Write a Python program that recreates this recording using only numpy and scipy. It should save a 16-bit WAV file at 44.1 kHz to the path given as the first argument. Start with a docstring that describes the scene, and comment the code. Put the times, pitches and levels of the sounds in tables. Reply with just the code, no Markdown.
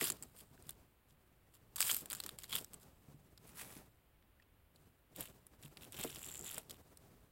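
"""An onion is trimmed, peeled and halved on a wooden table outdoors.
Each stroke of knife or fingers builds up, holds and lets go. Dry skin crinkles and snaps in tiny
fractures, the peel is stuffed into a plastic bag, and the blade bursts cells, judders through the
layers and knocks on the planks. Hands shuffle and tap over very quiet open air."""
import sys
import numpy as np
from scipy import signal
from scipy.fft import rfft, irfft
from scipy.io import wavfile

SR = 44100
rng = np.random.default_rng(int(sys.argv[2]) if len(sys.argv) > 2 else 0)


def output_pcm(signal):
    """Save a mono or channel-first signal as 16-bit PCM at the path in sys.argv[1].

    Samples are clipped to [-1, 1] before scaling.
    """
    pcm = np.clip(np.atleast_2d(signal).T, -1, 1) * 32767
    wavfile.write(sys.argv[1], SR, np.round(pcm).astype(np.int16))


N = 322635
TIME = np.arange(N) / SR
SPLIT_HZ = 5800  # body below, treble above

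# Hands and onion sliding on wood. Each row: start in seconds, length in seconds, level in dB, swell in dB.
SLIDES = [(0, 0.3, -65.5, -0.5), (.35, 0.43, -70, -4), (1.08, 0.77, -79.5, 8), (1.85, 0.47, -64.5, -3),
          (2.45, 0.18, -65, 5), (2.73, 0.8, -74, -6), (3.42, 0.38, -68.5, 3), (4.76, 0.094, -74, -3),
          (5.17, 0.089, -60, -5.5), (5.4, 0.7, -69, 18.5), (5.97, 0.67, -64, -11), (6.7, 0.53, -72.5, -7)]
# Spectra of dry skin and of flesh. Each row: frequency in Hz, gain in dB.
SKIN_SPECTRUM = [(200, -23.5), (850, -8), (1150, -1.5), (1700, -4.5), (2200, -5.5), (3100, -5),
                 (4800, -2.5), (6100, -11), (7600, 0.5), (9700, -2), (15500, -1.5)]
FLESH_SPECTRUM = [(200, 2.5), (600, -1.5), (2100, 0.5), (4500, -3.5), (6100, -7.5), (7700, 0.5), (9500, -3),
                  (12500, 0.5), (15500, -2.5)]


def undb(db):
    """Decibels to gain."""
    return 10 ** (np.asarray(db) / 20)


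def unit(x):
    """Scale to rms 1."""
    return x / np.sqrt(np.mean(x ** 2))


def add(out, start_s, x):
    """Mix x into out."""
    i = max(0, int(start_s * SR))
    out[i:i + len(x)] += x[:max(0, N - i)]


def butter(x, hz, kind, order=2):
    """Butterworth filter."""
    return signal.sosfilt(signal.butter(order, hz, kind, fs=SR, output="sos"), x)


def peak(x, hz, width_hz):
    """One resonance, gain 1 at centre, Q at most 50."""
    return signal.lfilter(*signal.iirpeak(hz, min(hz / width_hz, 50), fs=SR), x)


def resonate(x, level_db, hz, width_hz):
    """x plus a resonance that it drives."""
    return x + peak(x, hz, width_hz) * undb(level_db)


def colour(x, spectrum, size=1024):
    """Minimum-phase filter from (Hz, dB) points; attacks stay sharp."""
    hz, db = np.transpose(spectrum)
    gain = undb(np.interp(np.log(np.fft.rfftfreq(size, 1 / SR) + 1), np.log(hz), db))
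    cepstrum = irfft(np.log(gain))[:size // 2]
    cepstrum[1:] *= 2
    return signal.fftconvolve(x, irfft(np.exp(rfft(cepstrum, size))))[:len(x)]


def balance(x, body_db):
    """Set body relative to treble; rms near 1."""
    body, treble = (unit(butter(x, SPLIT_HZ, kind, order=3)) for kind in ("low", "high"))
    return (undb(body_db) * body + treble) / np.sqrt(1 + undb(2 * body_db))


def wander(rate_hz):
    """Random drift, rms 1."""
    steps = rng.standard_normal(int(N / SR * rate_hz) + 2)
    return unit(np.interp(TIME * rate_hz, np.arange(len(steps)), steps))


def strokes(rows, attack_s, release_s, fade_db=33):
    """One dB curve per stroke: builds up, swells or slackens while held, lets go."""
    curves = []
    for start_s, length_s, db, swell_db, *_ in rows:
        end_s = start_s + length_s
        first_db, last_db = db - swell_db / 2, db + swell_db / 2
        corners_s = [start_s - attack_s, start_s, end_s, end_s + release_s]
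        corners_db = [first_db - fade_db, first_db, last_db, last_db - fade_db]
        curves.append(np.interp(TIME, corners_s, corners_db, -np.inf, -np.inf))
    return np.array(curves)


def fracture(t, hz, fall_s, width_hz=900, flake_db=8):
    """A crack gives way at once, rings its flake and leaves faint scatter from the table."""
    scatter = undb(-23) * np.exp(-t / 0.005)
    burst = rng.standard_normal(len(t)) * (np.exp(-t / fall_s) + scatter)
    return resonate(burst, flake_db, hz, width_hz)


def crinkle(level_db, spectrum, max_rate_hz, spread_db, hiss_db, flakes=6):
    """Tiny fractures over sliding hiss: lone ticks when gentle, a dense tear when loud."""
    level = undb(level_db)
    density = np.sqrt(level / level.max())
    grains, t = np.zeros(N), np.arange(SR // 20) / SR
    for _ in range(flakes):
        sizes = unit(undb(spread_db * np.minimum(rng.exponential(size=N), 2)))
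        fires = rng.random(N) < density * max_rate_hz / flakes / SR
        kicks = fires * sizes * rng.choice([-1, 1], N)
        grain = unit(fracture(t, rng.uniform(2500, 14000), fall_s=0.0005)) / np.sqrt(len(t))
        grains += signal.oaconvolve(kicks, grain)[:N]
    grains *= np.sqrt(SR / max_rate_hz / (density + 1e-6))  # fewer grains share the same power
    x = colour(grains + undb(hiss_db) * rng.standard_normal(N), spectrum)
    return x / x[level > 0].std() * level


def open_air():
    """A wavering low rumble under steady faint hiss."""
    # Each row: frequency in Hz, gain in dB.
    air_spectrum = [(25, -11.5), (55, -1.5), (110, -10), (230, -16.5), (700, -23), (3000, -30.5),
                    (5900, -43.5), (15500, -32)]
    air = unit(colour(rng.standard_normal(N), air_spectrum, size=8192)) * undb(-69.5)
    rumble = butter(air, 180, "low", order=1)
    hiss = air - rumble
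    waver_db = -1.5 + 2.5 * np.tanh(wander(6.5))
    return hiss + rumble * undb(waver_db)


def planks(push):
    """The table's damped modes answer a push."""
    # Each row: frequency in Hz, level in dB, 60 dB decay time in seconds.
    plank_modes = [(145.2, -0.5, 0.26), (242, 0, 0.1), (300, 0.5, 0.1), (366.4, -3, 0.15),
                   (455, -1.5, 0.13), (642, -0.5, 0.081), (1120, -10.5, 0.04)]
    t = np.arange(SR // 4) / SR
    ring = sum((-1) ** k * undb(db - 60 * t / t60_s) * np.sin(2 * np.pi * hz * t)
               for k, (hz, db, t60_s) in enumerate(plank_modes))
    return signal.fftconvolve(push, ring)[:len(push)]


def shuffle(grip=0.78):
    """Hands and onion catch and slip on the wood; the table rumbles under the load."""
    level = undb(strokes(SLIDES, attack_s=0.08, release_s=0.31).max(axis=0))
    push = rng.standard_normal(N) * (1 + grip * np.tanh(wander(40)))
    wood = unit(planks(butter(push, 120, "low", order=1)))
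    rub = unit(colour(push, [(60, -16), (145, -1.5), (220, -7), (400, -8), (3000, -29)]))
    rumble = unit(butter(rng.standard_normal(N), [45, 130], "band")) * np.tanh(level / undb(-75))
    return (undb(-17) * wood + undb(4.5) * rub) * level + undb(-69.5) * rumble


def handling_rustle():
    """Dry skin rustles softly whenever the hands move the onion."""
    level_db = strokes(SLIDES, attack_s=0.069, release_s=0.5).max(axis=0) - 6.5
    return crinkle(level_db, SKIN_SPECTRUM, max_rate_hz=2500, spread_db=7.5, hiss_db=-3)


def peeling():
    """Papery skin crumples and tears under knife and fingers; large flakes have more body."""
    # Each row: start in seconds, length in seconds, level in dB, swell in dB, body weight in dB.
    peel_strokes = [(0.01, .075, -38, -1.5, -3), (.11, 0.082, -62, -8, 1), (0.362, 0.048, -58, 7, -6.5),
                    (0.643, 0.075, -65.5, 0, -1), (1.095, 0.031, -71.5, -6, -1.5),
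                    (1.546, 0.016, -63.5, -7, -5), (1.785, 0.13, -39, 8, -5.5),
                    (1.924, 0.096, -45, -13.5, -8), (2.103, 0.22, -59, -6.5, 1),
                    (2.39, 0.065, -59, -3.5, -1), (2.496, 0.092, -47, 6, -3),
                    (2.557, 0.071, -52.5, -10, -6), (2.805, 0.02, -60.5, 6, -6)]
    curves_db = strokes(peel_strokes, attack_s=0.029, release_s=0.041)
    x = crinkle(curves_db.max(axis=0), SKIN_SPECTRUM, max_rate_hz=2400, spread_db=7, hiss_db=-6)
    weight = undb(np.array(peel_strokes)[:, 4])[curves_db.argmax(axis=0)]  # of the loudest stroke
    body, treble = (butter(x, SPLIT_HZ, kind, order=3) for kind in ("low", "high"))
    return (2 * weight * body + treble) / np.sqrt(1 + weight ** 2)


def snaps():
    """Loud fractures of skin and flesh, each with a weaker second crack; small flakes sound thin."""
    # Each row: start in seconds, level over 2 ms in dB, flake pitch in Hz.
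    cracks = [(0.012, -32.5, 1960), (0.0414, -29, 9700), (0.1009, -28, 7400), (0.1202, -37.5, 7500),
              (0.225, -40.5, 7500), (0.234, -46.5, 7960), (0.624, -57, 8800), (0.6926, -39.5, 10700),
              (0.707, -45.5, 14000), (1.759, -37.5, 12400), (1.7637, -36, 8000), (1.783, -41.5, 3470),
              (1.8054, -23, 7940), (1.816, -28, 7700), (1.8219, -33.5, 7600), (1.8263, -29, 4500),
              (1.8492, -39, 7500), (1.8947, -35, 3020), (1.898, -34.5, 3100), (1.9058, -36.5, 2980),
              (1.9137, -26.5, 7500), (1.9455, -30.5, 12000), (1.9662, -32, 12700), (2.058, -43.5, 7500),
              (2.1012, -37.5, 9500), (2.11, -39, 5150), (2.119, -38, 9050), (2.1302, -33.5, 7000),
              (2.1499, -39, 7300), (2.1588, -49, 8600), (2.1684, -49, 8000), (2.202, -35.5, 4340),
              (2.2376, -42, 5200), (2.243, -53, 5300), (2.2628, -38, 6500), (2.2913, -40, 3400),
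              (2.3871, -41, 7600), (2.435, -44.5, 7040), (2.4414, -44.5, 3730), (2.5275, -36, 3640),
              (2.5336, -39, 3250), (2.5418, -44, 3200), (2.552, -37, 3240), (2.5546, -30, 11800),
              (2.562, -36, 3400), (2.6453, -44.5, 8000), (2.734, -49, 7840), (2.7417, -44.5, 8300),
              (3.3765, -54.5, 3970), (4.76, -61, 4000), (5.162, -45, 12500), (5.2076, -35.5, 12400),
              (5.4674, -52, 13000), (5.7717, -48, 2450), (5.923, -45.5, 8900), (6.012, -45, 7200),
              (6.0372, -37.5, 7900), (6.159, -44.5, 5100), (6.513, -40.5, 11200), (6.5438, -41, 7900),
              (6.5811, -36, 8460), (6.697, -46.5, 5200), (6.7086, -41.5, 6660), (6.9724, -52, 9000)]
    out, t = np.zeros(N), np.arange(SR // 20) / SR
    for start_s, db, hz in cracks:
        for lag_s, drop_db in ((0, 0), (rng.uniform(0.001, 0.005), -6)):
            x = fracture(t, hz, fall_s=0.0007, width_hz=730, flake_db=7)
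            x = resonate(x, level_db=6, hz=rng.uniform(1500, 14000), width_hz=700)  # curled skin
            x = balance(colour(x, SKIN_SPECTRUM), body_db=9 * np.log2(4250 / hz))
            add(out, start_s + lag_s, x * undb(db + drop_db) * np.sqrt(0.002 * SR / len(t)))
    return out


def knocks():
    """Blade, onion and hands hit the planks; soft blows lose the high modes, hard ones the lowest."""
    # Each row: start in seconds, peak in dB, hardness as low-pass cutoff in Hz.
    blows = [(0.015, -32, 510), (0.1, -44, 416), (0.507, -57, 199), (0.661, -53, 137), (1.117, -61.5, 141),
             (3.08, -49, 129), (3.139, -50, 133), (3.761, -46.5, 293), (5.646, -47, 108.4),
             (6.045, -33.5, 595), (6.578, -41, 1140)]
    out, t = np.zeros(N), np.arange(SR // 4) / SR
    ring = unit(planks(signal.unit_impulse(len(t))))
    for start_s, db, cutoff_hz in blows:
        thud = unit(butter(rng.standard_normal(len(t)), [130, 3000], "band") * np.exp(-t / 0.0054))
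        x = butter(ring + undb(-1.5) * thud, cutoff_hz, "low")
        x = butter(x, 0.52 * cutoff_hz, "high")
        add(out, start_s, x / np.abs(x).max() * undb(db))
    return out


def taps(fall_s=0.0038, width_hz=230):
    """Light touches of finger or knife on the onion ring two damped modes, with a dry tick."""
    # Each row: start in seconds, peak in dB, pitch in Hz.
    touches = [(0.576, -57, 1631), (.6928, -41.5, 3620), (4.225, -60.5, 1890), (4.398, -58, 1850),
               (4.423, -60, 2750), (5.536, -55, 540), (6.707, -42, 4970)]
    out, t = np.zeros(N), np.arange(SR // 20) / SR
    for start_s, db, hz in touches:
        tick = butter(rng.standard_normal(len(t)), [500, 4500], "band", order=1) * np.exp(-t / fall_s)
        modes = peak(tick, hz, width_hz) + undb(-13) * peak(tick, 1.62 * hz, width_hz)
        x = modes + undb(-17) * tick
        add(out, start_s, x / np.abs(x).max() * undb(db))
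    return out


def shell_ring(onion):
    """Pulls set the loose shell of peel ringing."""
    # Each row: start in seconds, length in seconds, resonance gain in dB, swell in dB.
    pulls = [(1.893, 0.022, -2, 2), (2.5, 0.075, 1.5, 0)]
    level_db = strokes(pulls, attack_s=0.03, release_s=0.048).max(axis=0)
    return resonate(onion, level_db, hz=3250, width_hz=350)


def bag():
    """Peel brushes into thin plastic film: a finer, softer crinkle."""
    # Each row: start in seconds, length in seconds, level in dB, swell in dB.
    pushes = [(3.43, 0.064, -66.5, 14), (3.58, 0.04, -49, 0.5), (3.63, 0.15, -57.5, -3.5)]
    # Each row: frequency in Hz, gain in dB.
    film_spectrum = [(200, -10), (700, 1), (1500, 1.5), (4200, -2.5), (6000, -6.5), (7600, 1), (15500, -1)]
    level_db = strokes(pushes, attack_s=0.07, release_s=0.084).max(axis=0)
    return crinkle(level_db, film_spectrum, max_rate_hz=1100, spread_db=5.5, hiss_db=-2)


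def slicing():
    """Cells burst ahead of the blade, over the wet rasp of its sides."""
    # Each row: start in seconds, length in seconds, level in dB, swell in dB.
    cuts = [(5.165, 0.055, -55, 7), (5.22, 0.041, -56.5, 5), (5.63, 0.027, -57.5, -2),
            (5.82, 0.043, -58, -13.5), (5.93, 0.11, -51.5, 12), (6.06, 0.32, -54.5, -2),
            (6.44, 0.15, -52, -2.5), (6.7, 0.048, -66, 0)]
    level_db = strokes(cuts, attack_s=0.026, release_s=0.082).max(axis=0)
    return crinkle(level_db, FLESH_SPECTRUM, max_rate_hz=1300, spread_db=10, hiss_db=-5.5)


def blade_ring(onion, blade_hz):
    """The wedged blade sings while forced down."""
    # Each row: start in seconds, length in seconds, resonance gain in dB, swell in dB.
    presses = [(6.24, 0.24, 3, 2)]
    level_db = strokes(presses, attack_s=0.37, release_s=0.085).max(axis=0)
    return resonate(onion, level_db, blade_hz, width_hz=950)


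def judder(blade_hz, rate_hz=72, jitter=0.23):
    """The blade sticks and slips from layer to layer: nearly regular thin clicks ring the steel."""
    # One row: start in seconds, length in seconds, click level in dB.
    wedged_cut = (6.23, .3, -50)
    start_s, length_s, db = wedged_cut
    out, t = np.zeros(N), np.arange(SR // 20) / SR
    for k, (late, size) in enumerate(rng.standard_normal((60, 2))):
        click = colour(fracture(t, blade_hz, fall_s=0.00036), FLESH_SPECTRUM)
        click = balance(click, body_db=-20.5)
        slip_s = (k + jitter * late) / rate_hz
        click_db = db + 0.5 * np.sin(np.pi * slip_s / length_s) + 5 * np.tanh(size)
        if slip_s < length_s:
            add(out, start_s + slip_s, click * undb(click_db) * np.sqrt(0.002 * SR / len(t)))
    return out


def scene():
    """Mono mix; the onion's own sounds drive the shell and blade resonances."""
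    blade_hz = 7380
    onion = snaps() + peeling() + slicing() + handling_rustle() + judder(blade_hz)
    onion = blade_ring(shell_ring(onion), blade_hz)
    table = knocks() + shuffle()
    return (onion + table + taps() + bag() + open_air())[None]


def record(dry):
    """Steep low-pass at 16 kHz."""
    return signal.sosfilt(signal.ellip(10, 0.2, 70, 16000, fs=SR, output="sos"), dry)


dry = scene()
out = record(dry)
output_pcm(out)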